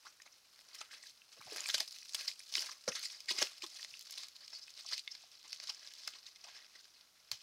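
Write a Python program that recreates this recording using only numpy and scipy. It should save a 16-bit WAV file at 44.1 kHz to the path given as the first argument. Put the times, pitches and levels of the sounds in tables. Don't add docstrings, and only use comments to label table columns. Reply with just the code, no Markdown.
import sys
import numpy as np
from scipy import signal
from scipy.io import wavfile
from scipy.ndimage import uniform_filter1d

SR = 44100
rng = np.random.default_rng(int(sys.argv[2]) if len(sys.argv) > 2 else 0)


def generate_wav(signal):
    frames = np.transpose(np.atleast_2d(signal))
    scaled = np.clip(frames, -1, 1) * 32767
    pcm = np.round(scaled).astype(np.int16)
    wavfile.write(sys.argv[1], SR, pcm)


N = 327222

# f/Hz, level/dB
AIR_SPECTRUM = [(15, -60), (25, -15), (349, -13.5), (1080, -12), (1340, -9), (1750, -13), (2560, -12.5),
                (3700, -9), (5000, -5.5), (6210, -7.5), (7500, -15.5), (15500, -14)]
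LITTER_SPECTRUM = [(150, -63), (250, -33.5), (466, -18), (573, -16.5), (692, -15), (809, -18.5),
                   (1100, -14.5), (1430, -11.5), (2060, -12), (2620, -7.5), (3110, -9.5), (5040, -3.5),
                   (7250, -17.5), (13700, -27.5), (15500, -21.5)]
MUD_SPECTRUM = [(71, -100), (120, -55), (250, -16), (346, -19), (415, -22), (563, -13), (690, -17.5),
                (780, -19), (1100, -22.5), (1910, -6), (3730, 2), (4860, 8), (5380, 7), (5840, 2.5),
                (15500, -24.5)]
# f/Hz, level/dB, t60/s
TRUNK_ECHO = [(200, 5, 0.1), (1200, 9, 0.13), (3220, -1.5, 0.27), (5060, 1, 0.22), (7500, -0.5, 0.35),
              (14100, 4.5, 0.25)]
# t/s, level/dB
STIRRING = [(0, -68), (.43, -73), (.65, -68), (.87, -76), (1.28, -75), (1.55, -58), (1.95, -57),
            (2.1, -54.5), (2.38, -60), (2.47, -58), (2.85, -72), (3.15, -64), (3.58, -68), (4.0, -57),
            (4.35, -67.5), (4.7, -59), (5.05, -75.5), (5.3, -69.5), (5.5, -55.5), (5.95, -60), (6.22, -68),
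            (6.6, -63.5), (6.9, -62.5), (7.15, -74.5), (7.42, -61.5)]
# crest t/s, level/dB, fall/s, body/dB
WEIGHT_SHIFTS = [(0.067, -58.5, 0.019, -1.5), (.765, -65, 0.18, -1), (0.939, -62, 0.034, 1),
                 (1.07, -60, 0.074, -20), (1.58, -49, 0.13, -4.5), (1.72, -54, 0.11, -35),
                 (2.212, -47.5, 0.046, -7.5), (2.574, -41.5, 0.04, -13.5), (2.64, -49.5, 0.1, -8),
                 (3.04, -52.5, 0.081, -17), (3.395, -46, 0.1, -10), (3.792, -53, 0.14, -17),
                 (4.185, -49, 0.079, -13.5), (4.57, -61, 0.046, -9), (4.792, -49.5, 0.017, -13),
                 (4.89, -50.5, 0.064, -26), (4.938, -43.5, 0.024, -16), (5.17, -60, 0.19, -16),
                 (5.64, -55.5, 0.062, -10), (5.83, -59.5, 0.1, -6.5), (6.039, -55.5, 0.12, -16.5),
                 (6.274, -52.5, 0.017, -23), (6.562, -57, 0.064, -3.5), (6.758, -52.5, 0.014, -6.5)]
# t/s, level/dB, f/Hz
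GROUND_THUDS = [(1.391, -67.5, 161), (1.455, -66, 135), (1.747, -72, 160), (2.88, -56.5, 100),
                (3.421, -72, 115), (3.918, -78, 130), (7.316, -63.5, 96)]
# crest t/s, level/dB, f/Hz, length/s
WATER_SQUEAKS = [(0.077, -59, 5600, 0.02), (0.327, -59.5, 5550, 0.0082), (0.736, -56, 4500, 0.009),
                 (1.072, -58, 4530, 0.013), (3.12, -48.5, 5240, 0.0073), (4.446, -55, 4870, 0.018),
                 (4.537, -46.5, 5300, 0.0091), (4.56, -49.5, 4720, 0.032), (4.631, -51.5, 4950, 0.023),
                 (5.119, -44.5, 5200, 0.011), (6.05, -54, 5230, 0.0086), (6.565, -56, 5200, 0.032)]
# t/s, level/dB, f/Hz, length/s
BUBBLE_RUNS = [(0.05, -61, 1150, 0.031), (0.905, -60.5, 1910, 0.051), (1.367, -66, 490, 0.024),
               (1.406, -55.5, 1290, 0.0093), (1.468, -56.5, 720, 0.011), (2.688, -50.5, 1400, 0.0098),
               (4.846, -62.5, 885, 0.011), (4.91, -58.5, 1200, 0.026), (5.233, -65.5, 845, 0.0072),
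               (5.451, -66, 884, 0.0076), (5.687, -57.5, 1104, 0.022), (6.44, -63, 750, .012),
               (6.466, -63, 785, .025)]
# t/s, level/dB, f/Hz
BUBBLE_POPS = [(.067, -41.5, 1460), (0.201, -45.5, 1830), (.222, -44, 6860), (0.276, -50, 2280),
               (0.813, -40, 1290), (1.037, -45.5, 1910), (1.059, -51, 1670), (1.218, -45, 2670),
               (1.422, -46, 2320), (1.606, -22, 6960), (1.658, -28.5, 2360), (1.667, -33, 8400),
               (1.673, -29.5, 7500), (1.717, -31, 5300), (1.83, -33, 4300), (2.025, -44, 2520),
               (2.403, -45, 2400), (2.574, -41, 1400), (2.58, -22, 3000), (2.593, -26, 4830),
               (2.627, -41.5, 1530), (2.915, -49, 1300), (2.92, -34.5, 2600), (2.925, -37.5, 1880),
               (3.47, -38, 2690), (3.62, -38.5, 2430), (3.795, -42, 1850), (3.939, -33.5, 2730),
               (4.551, -33.5, 4770), (4.68, -40.5, 2560), (5.076, -35.5, 2170), (5.077, -27.5, 3600)]
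# t/s, level/dB, f/Hz, glide/(octaves per s), t60/s, side modes/dB
HOOF_HOLLOWS = [(1.519, -43, 475, -10.5, 0.057, -18), (1.55, -57.5, 330, 22, 0.09, 1),
                (1.804, -52, 542, 21, 0.073, -21), (2.579, -49.5, 340, 41, 0.028, -12),
                (2.8757, -31.5, 554, -10, 0.059, -2.5), (2.881, -43, 203, -5, 0.038, -30),
                (2.905, -47, 481, -3.5, 0.049, -20), (3.306, -48, 385, -6.5, 0.055, 8.5),
                (3.337, -52.5, 475, -20, 0.068, -14), (3.386, -46.5, 385, 12, 0.017, -3),
                (3.416, -34.5, 523, 4, 0.031, 3.5), (3.417, -39, 820, -13, 0.033, -8),
                (3.423, -39, 345, 11, 0.035, 1.5), (3.632, -47.5, 385, -10.5, 0.064, -25)]
# ratio to its pitch, level/dB
SIDE_MODES = [(.65, -25), (1.6, -13), (2.2, -22), (2.65, -2.5), (3.35, -4)]
# t/s, level/dB, body/dB, fizz/dB
SNAPS = [(0.2188, -40.5, -7, -8), (0.59, -44, -4, -8), (.602, -52, -22, 4), (.752, -53, -22, 16),
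         (0.8103, -47, -23, -5), (1.582, -29, -5, -19), (1.561, -35, 4, 4), (1.604, -39, -30, 3),
         (1.659, -28.5, -14, -12), (1.683, -38, -20, 8), (1.6882, -23.5, -5, -4.5), (1.743, -17, -7.5, -11),
         (1.8035, -19.5, -10.5, -5.5), (1.9854, -37, -28, -2), (2.146, -24, -7, 3),
         (2.2797, -29.5, -6.5, -6), (2.314, -31, -28, -33), (2.539, -23.5, -20, -17),
         (2.5531, -14.5, -16, -40), (2.565, -33, -14, 2), (2.606, -31, -27, -1), (2.622, -25.5, -16, -14),
         (2.66, -38, -25, -5), (2.8783, -22.5, -7, -19), (2.994, -39, -13, 4), (3.2042, -34, -38, -6),
         (3.426, -13, -14.5, -9), (3.622, -29, -17, -13), (3.664, -35, -15, -6), (3.8288, -28.5, -16, -25),
         (3.8463, -29, -8, -23), (3.993, -38.5, -27, 2), (3.97, -47, -27, -9), (4.01, -51, -28, 15),
         (4.108, -39.5, -16, 7.5), (4.124, -39, -30, 4), (4.139, -35, -35, -23), (4.025, -49, -27, 9),
         (4.052, -45, -27, -3), (4.2841, -39, -23, -3), (4.364, -38.5, -25, -7), (4.479, -34.5, -33, -13),
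         (4.704, -41, -25, -4), (4.924, -27, -6.5, -29), (4.9788, -26, -51, -9), (5.529, -24.5, -14, -12.5),
         (5.6002, -29, -12, -35), (5.672, -32, -25, -16), (5.937, -38, -22, -4), (6.0754, -24.5, -18, -3),
         (7.315, -20.5, -12.5, -6), (7.3191, -36, -4, 2)]
# t/s, level/dB, fall/s, body/dB
MUD_SLAPS = [(0.263, -56, 0.011, -2), (0.747, -47.5, 0.0059, -15), (0.788, -51, 0.0081, -26),
             (0.813, -40, 0.0058, -13), (.914, -54, 0.037, -10), (1.03, -53.5, 0.0093, -18),
             (1.328, -52.5, 0.014, -12), (1.747, -25.5, 0.0066, -10), (1.781, -34, 0.0063, -14),
             (1.805, -34, 0.0093, -11), (2.152, -30.5, 0.0027, -28), (2.28, -36, 0.016, -26),
             (2.884, -34.5, 0.0082, -4), (2.919, -44.5, 0.019, -23), (2.955, -40, 0.024, -6.5),
             (3.031, -39, 0.018, -21), (3.057, -39, 0.0047, -18), (3.1, -50.5, 0.065, -13),
             (3.2874, -43.5, 0.024, -1), (3.388, -32.5, 0.0063, -17), (4.409, -54, 0.026, -8.5),
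             (4.533, -55, 0.0045, -1.5), (4.935, -40, 0.0024, -8), (5.447, -55, 0.014, -2),
             (5.153, -42.5, 0.0019, -11), (5.629, -50, 0.0036, -11), (6.08, -39.5, 0.0013, 1),
             (6.139, -46, 0.0013, -9), (6.153, -52, 0.014, -6), (6.36, -51.5, 0.0063, -15),
             (6.443, -45, 0.011, -16), (6.485, -48.5, 0.014, -7.5), (7.321, -42, 0.024, -16)]
# break t/s, level/dB, rise/s, body/dB
HOOF_PULLS = [(1.7, -35, 0.0066, -9), (3.311, -29, 0.0075, -42), (3.422, -29, 0.0083, -9.5),
              (3.64, -39, 0.0089, -11), (4.994, -42.5, 0.0089, -28), (5.7, -35, 0.0083, -37)]

BODY_HZ, FIZZ_HZ = 2000, 6500
STEP_RISE_SHARE = 0.87


def gain_of(db):
    return 10 ** (np.asarray(db) / 20)


def unit_rms(x):
    return x / np.sqrt(np.mean(x ** 2) + 1e-20)


def unit_energy(x):
    return x / np.sqrt(np.sum(x ** 2) + 1e-20)


def value_at(points, hz):
    f, value = np.transpose(points)
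    return np.interp(np.log(hz + 1), np.log(f + 1), value)


def add(mix, s, sound):
    part = mix[max(round(s * SR), 0):][:len(sound)]
    part += sound[:len(part)]


def colour(x, spectrum, size=2048):
    log_gain = np.log(gain_of(value_at(spectrum, abs(np.fft.fftfreq(size, 1 / SR)))))
    taps = np.fft.ifft(np.exp(np.conj(signal.hilbert(log_gain)))).real
    return signal.oaconvolve(x, taps)[:len(x)]


def band(x, hz, kind, order=3):
    return signal.sosfilt(signal.butter(order, hz, kind, fs=SR, output="sos"), x)


def resonate(x, hz, width_hz):
    turn = np.exp(2j * np.pi * np.cumsum(hz) / SR)
    pole = np.exp(-np.pi * width_hz / SR)
    return 2 * (turn * signal.lfilter([1 - pole], [1, -pole], x / turn)).real


def swell(t, rise_s, fall_s):
    return np.exp(np.maximum(np.minimum(t / rise_s, -t / fall_s), -20))


def air(forest_db=-68.5, hiss_db=-76):
    hiss = gain_of(hiss_db) * unit_rms(band(rng.standard_normal(N), 16000, "high"))
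    return gain_of(forest_db) * unit_rms(colour(rng.standard_normal(N), AIR_SPECTRUM, 8192)) + hiss


def forest_echo(x, ground_db=-11, ground_s=0.0025, trunks_db=-13):
    t = np.arange(SR // 2) / SR
    near, far = rng.standard_normal((2, len(t))) * (rng.random((2, len(t))) < 3000 / SR)
    hz, delay, spectra = signal.stft(far, SR, nperseg=256)
    echo = np.array(TRUNK_ECHO)
    start_db, t60 = value_at(echo[:, :2], hz)[:, None], value_at(echo[:, ::2], hz)[:, None]
    tail = signal.istft(spectra * gain_of(start_db - 60 * delay / t60), SR, nperseg=256)[1][:len(t)]
    ground = gain_of(ground_db) * unit_energy(near * t * np.exp(-2 * t / ground_s))
    trunks = gain_of(trunks_db) * unit_energy(tail * (1 - np.exp(-t / 0.0032)))
    return x + signal.oaconvolve(x, ground + trunks)[:N]


def screening(x, lying_db=-3.5, stands_s=2.1, open_db=4, bushes_s=2.57, dulling_db_per_s=2.5):
    t = np.arange(N) / SR
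    treble, bright = (signal.sosfiltfilt(signal.butter(2, hz, "high", fs=SR, output="sos"), x)
                      for hz in (7000, 3800))
    mid_gain = gain_of(lying_db * np.clip(1 - t / stands_s, 0, 1))
    treble_gain = gain_of(open_db - dulling_db_per_s * np.maximum(t - bushes_s, 0))
    return x + (treble_gain - 1) * treble + (mid_gain - 1) * (bright - treble)


def shifting_cavities(x, depth_db, patch_hz=1100, patch_s=.012, size=256):
    spectra = signal.stft(x, SR, nperseg=size)[2]
    bins, frames = round(patch_hz * size / SR), round(patch_s * 2 * SR / size)
    patches = uniform_filter1d(rng.standard_normal(spectra.shape), bins, 0)
    patches = unit_rms(uniform_filter1d(patches, frames, 1))
    emphasis = unit_rms(gain_of(depth_db * np.clip(patches, -2, 2)))
    return signal.istft(spectra * emphasis, SR, nperseg=size)[1][:N]


def bubbles(per_s, spread_db, cycles, low_hz=300, high_hz=14000, pitches=30):
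    t, rings = np.arange(900) / SR, np.zeros(N)
    bursts, pitch_index = rng.random(N) < per_s / SR, rng.integers(0, pitches, N)
    sizes = gain_of(spread_db * np.minimum(rng.exponential(1, N), 3.5))
    clicks = bursts * sizes * rng.choice([-1, 1], N)
    for k, hz in enumerate(np.geomspace(low_hz, high_hz, pitches)):
        ring = unit_energy(np.sin(2 * np.pi * hz * t) * np.exp(-t * hz / cycles))
        rings += np.sqrt(hz) * signal.oaconvolve(clicks * (pitch_index == k), ring)[:N]
    return unit_rms(rings), unit_rms(clicks)


def spits(per_s=26, spread_db=3, burst_s=0.00064):
    clicks = (rng.random(N) < per_s / SR) * gain_of(spread_db * np.minimum(rng.exponential(1, N), 2.5))
    envelope = signal.oaconvolve(clicks, np.exp(-np.arange(400) / SR / burst_s))[:N]
    ticks = colour(envelope * rng.standard_normal(N), LITTER_SPECTRUM)
    return unit_rms(band(ticks, 1800, "high", order=1))


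def crackle(clump_db=3.5, clump_hz=45, spray_s=0.0024, wet_follows=0.26):
    t = np.arange(N) / SR
    rings, ticks = bubbles(per_s=1900, spread_db=4.5, cycles=1.54)
    drips = bubbles(per_s=300, spread_db=3, cycles=6, low_hz=900, high_hz=7000)[0]
    grains = colour(rings + gain_of(-9) * drips + gain_of(-10) * ticks, LITTER_SPECTRUM)
    pole = np.exp(-1 / (spray_s * SR))
    spray_envelope = np.sqrt(signal.lfilter([1 - pole], [1, -pole], grains ** 2))
    spray = spray_envelope * unit_rms(colour(rng.standard_normal(N), LITTER_SPECTRUM))
    clumps = np.clip(unit_rms(band(rng.standard_normal(N), clump_hz, "low")), -2, 2)
    grains = (grains + gain_of(-3) * spray) * gain_of(clump_db * clumps)
    stir_db = np.interp(t, *np.transpose(STIRRING))
    wet_db = -74.5 + wet_follows * (stir_db - stir_db.mean())
    fine_power, wet_power = gain_of(stir_db) ** 2, gain_of(wet_db) ** 2
    for s, db, fall, body_db in WEIGHT_SHIFTS:
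        power = (gain_of(db) * swell(t - s, STEP_RISE_SHARE * fall, fall)) ** 2
        fine_power += power
        wet_power += power * gain_of(body_db) ** 2
    fine = np.sqrt(fine_power) * unit_rms(band(grains, 4030, "high"))
    wet = np.sqrt(wet_power) * unit_rms(band(grains, 2900, "low"))
    return fine + gain_of(-1) * wet + gain_of(stir_db - 13) * spits()


def thuds(half_width_oct=0.75, rise_s=0.0006, fall_s=0.012, size=6000):
    t, out = np.arange(size) / SR, np.zeros(N)
    shape = (1 - np.exp(-t / rise_s)) * np.exp(-t / fall_s)
    for s, db, hz in GROUND_THUDS:
        push = rng.standard_normal(size) * shape
        thud = band(push, [hz / 2 ** half_width_oct, hz * 2 ** half_width_oct], "band")
        add(out, s, gain_of(db) * np.linalg.norm(shape) * unit_energy(thud))
    return out


def squeaks(width_hz=650, glide_oct_per_s=4, spread_db=2, size=4096):
    t, out = (np.arange(size) - size / 2) / SR, np.zeros(N)
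    for s, db, hz, length in WATER_SQUEAKS:
        push, sizes = rng.standard_normal((2, size))
        shape = np.exp(-2 * (t / length) ** 2)
        stutter = push * gain_of(spread_db * sizes) * shape
        pitch = hz * 2 ** (glide_oct_per_s * t)
        ring = resonate(resonate(stutter, pitch, width_hz), pitch, 2 * width_hz)
        add(out, s + t[0], gain_of(db) * np.linalg.norm(shape) * unit_energy(ring))
    return out


def gurgles(spread_oct=0.4, cycles=1.6, count=8):
    t, out = np.arange(4096) / SR, np.zeros(N)
    for s, db, hz, length in BUBBLE_RUNS:
        jitter, pitch, strength = rng.random((3, count, 1))
        age = np.maximum(t - length * (np.arange(count)[:, None] + jitter) / count, 0)
        turns = hz * 2 ** (spread_oct * (2 * pitch - 1)) * age * (1 + 6 * age)
        envelope = (.5 + strength) * (1 - np.exp(-turns)) * np.exp(-turns / cycles)
        rings = envelope * np.sin(2 * np.pi * turns)
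        add(out, s, gain_of(db) * np.sqrt(length * SR) * unit_energy(rings.sum(0)))
    return out


def air_pocket(db, hz, glide, t60, open_s, slop_db=-9, slop_share=0.71, size=5000):
    t = np.arange(size) / SR
    wall, push = rng.standard_normal((2, size))
    wobble = 1 + .35 * np.tanh(unit_rms(band(wall, hz / 4, "low")))
    pitch = hz * 2 ** (glide * np.minimum(t, t60))
    ring = wobble * np.sin(2 * np.pi * np.cumsum(pitch) / SR) * gain_of(-60 * t / t60)
    slop = unit_rms(band(push, [hz * .65, hz * 1.3], "band", order=2))
    slop *= gain_of(slop_db - 60 * t / (slop_share * t60))
    return gain_of(db) * (ring + slop) * (1 - np.exp(-(t / open_s) ** 2))


def gulps(boost_db=7.5, damping=0.51, open_share=0.087):
    out = np.zeros(N)
    for s, db, hz, glide, t60, side_db in HOOF_HOLLOWS:
        modes = [(1, 0)] + [(ratio, side_db + mode_db) for ratio, mode_db in SIDE_MODES]
        for ratio, mode_db in modes:
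            mode_t60 = t60 / ratio ** damping
            add(out, s, air_pocket(db + boost_db + mode_db, hz * ratio, glide, mode_t60, open_share * t60))
    return out


def pops(cycles=37):
    out = np.zeros(N)
    for s, db, hz in BUBBLE_POPS:
        pop = air_pocket(db - 1, hz, glide=0, t60=cycles / hz, open_s=1 / hz, slop_db=-5, slop_share=0.54)
        add(out, s, pop)
    return out


def snaps(boost_db=9, ring_hz=4800, cycles=3, tear_s=0.001, splash_s=0.014, size=2048):
    t, out = np.arange(size) / SR, np.zeros(N)
    for (s, db, body_db, fizz_db), (tear, spray) in zip(SNAPS, rng.standard_normal((len(SNAPS), 2, size))):
        hz = ring_hz * 2 ** rng.uniform(-0.32, 0.16)
        ring = unit_energy(np.sin(2 * np.pi * hz * t) * t * np.exp(-t * hz / cycles))
        edge = unit_energy(np.tanh(tear) * (1 - np.exp(-t / 0.00057)) * np.exp(-t / tear_s))
        splash = unit_energy(spray * np.exp(-t / splash_s))
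        muddy = unit_energy(colour(edge + gain_of(-7) * splash, MUD_SPECTRUM))
        crack = muddy + gain_of(-10) * ring + gain_of(-4) * band(edge, BODY_HZ, "high", order=2)
        body = gain_of(body_db) * unit_energy(band(crack, [350, BODY_HZ], "band"))
        bright = unit_energy(band(crack, [BODY_HZ, FIZZ_HZ], "band"))
        fizz = gain_of(fizz_db) * unit_energy(band(crack, FIZZ_HZ, "high", order=5))
        add(out, s, gain_of(db + boost_db) * (body + bright + fizz))
    return out


def squelches(slap_rise_s=0.0033, break_s=0.0061, squeeze_share=0.7, width_hz=170, glide_oct_per_s=5):
    rings, ticks = bubbles(per_s=7000, spread_db=2, cycles=4.4)
    grains = colour(rings + gain_of(-4) * ticks, MUD_SPECTRUM)
    specks = bubbles(per_s=1300, spread_db=8, cycles=2, pitches=1)[1]
    fizz = gain_of(-19) * unit_rms(band(specks, 9000, "high"))
    spray = unit_rms(band(grains, BODY_HZ, "high")) + fizz
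    body = band(grains, [280, BODY_HZ], "band")
    slaps = [(s, db, slap_rise_s, fall, body_db) for s, db, fall, body_db in MUD_SLAPS]
    pulls = [(s, db, rise, break_s, body_db) for s, db, rise, body_db in HOOF_PULLS]
    squeezes = [(s, db - 1, STEP_RISE_SHARE * squeeze_share * fall, squeeze_share * fall, body_db)
                for s, db, fall, body_db in WEIGHT_SHIFTS]
    out = np.zeros(N)
    for s, db, rise, fall, body_db in slaps + pulls + squeezes:
        span = np.arange(max(int((s - .12) * SR), 0), min(int((s + .24) * SR), N))
        t = span / SR - s
        shape = swell(t, rise, fall)
        low, high = shape * body[span], shape * spray[span]
        closing = 2 ** (glide_oct_per_s * np.clip(t, -.04, .04))
        low_hz, high_hz = np.array([1500, 4650]) * 2 ** rng.uniform(-0.84, 0.45, 2)
        low_ring = unit_energy(resonate(low, low_hz * closing, width_hz))
        high_ring = unit_energy(resonate(high, high_hz * closing, 9.2 * width_hz))
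        hollow = unit_energy(unit_energy(low) + gain_of(1) * low_ring)
        bright = unit_energy(unit_energy(high) + gain_of(-7) * high_ring)
        out[span] += gain_of(db - 1) * np.linalg.norm(shape) * (bright + gain_of(body_db) * hollow)
    return out


def scene():
    pockets = band(gulps() + pops() + gurgles(), 140, "high", order=2)
    mud = shifting_cavities(crackle(), depth_db=2) + shifting_cavities(squelches(), depth_db=3.5)
    steps = screening(mud) + squeaks() + snaps() + pockets + thuds()
    return (forest_echo(steps) + air())[None]


def record(dry, soften_hz=12500, limit_hz=15900):
    soft = band(dry, soften_hz, "low", order=2)
    band_limit = signal.firwin(511, limit_hz, window=("kaiser", 9), fs=SR)
    return signal.oaconvolve(soft, band_limit[None], "same")


dry = scene()
out = record(dry)
generate_wav(out)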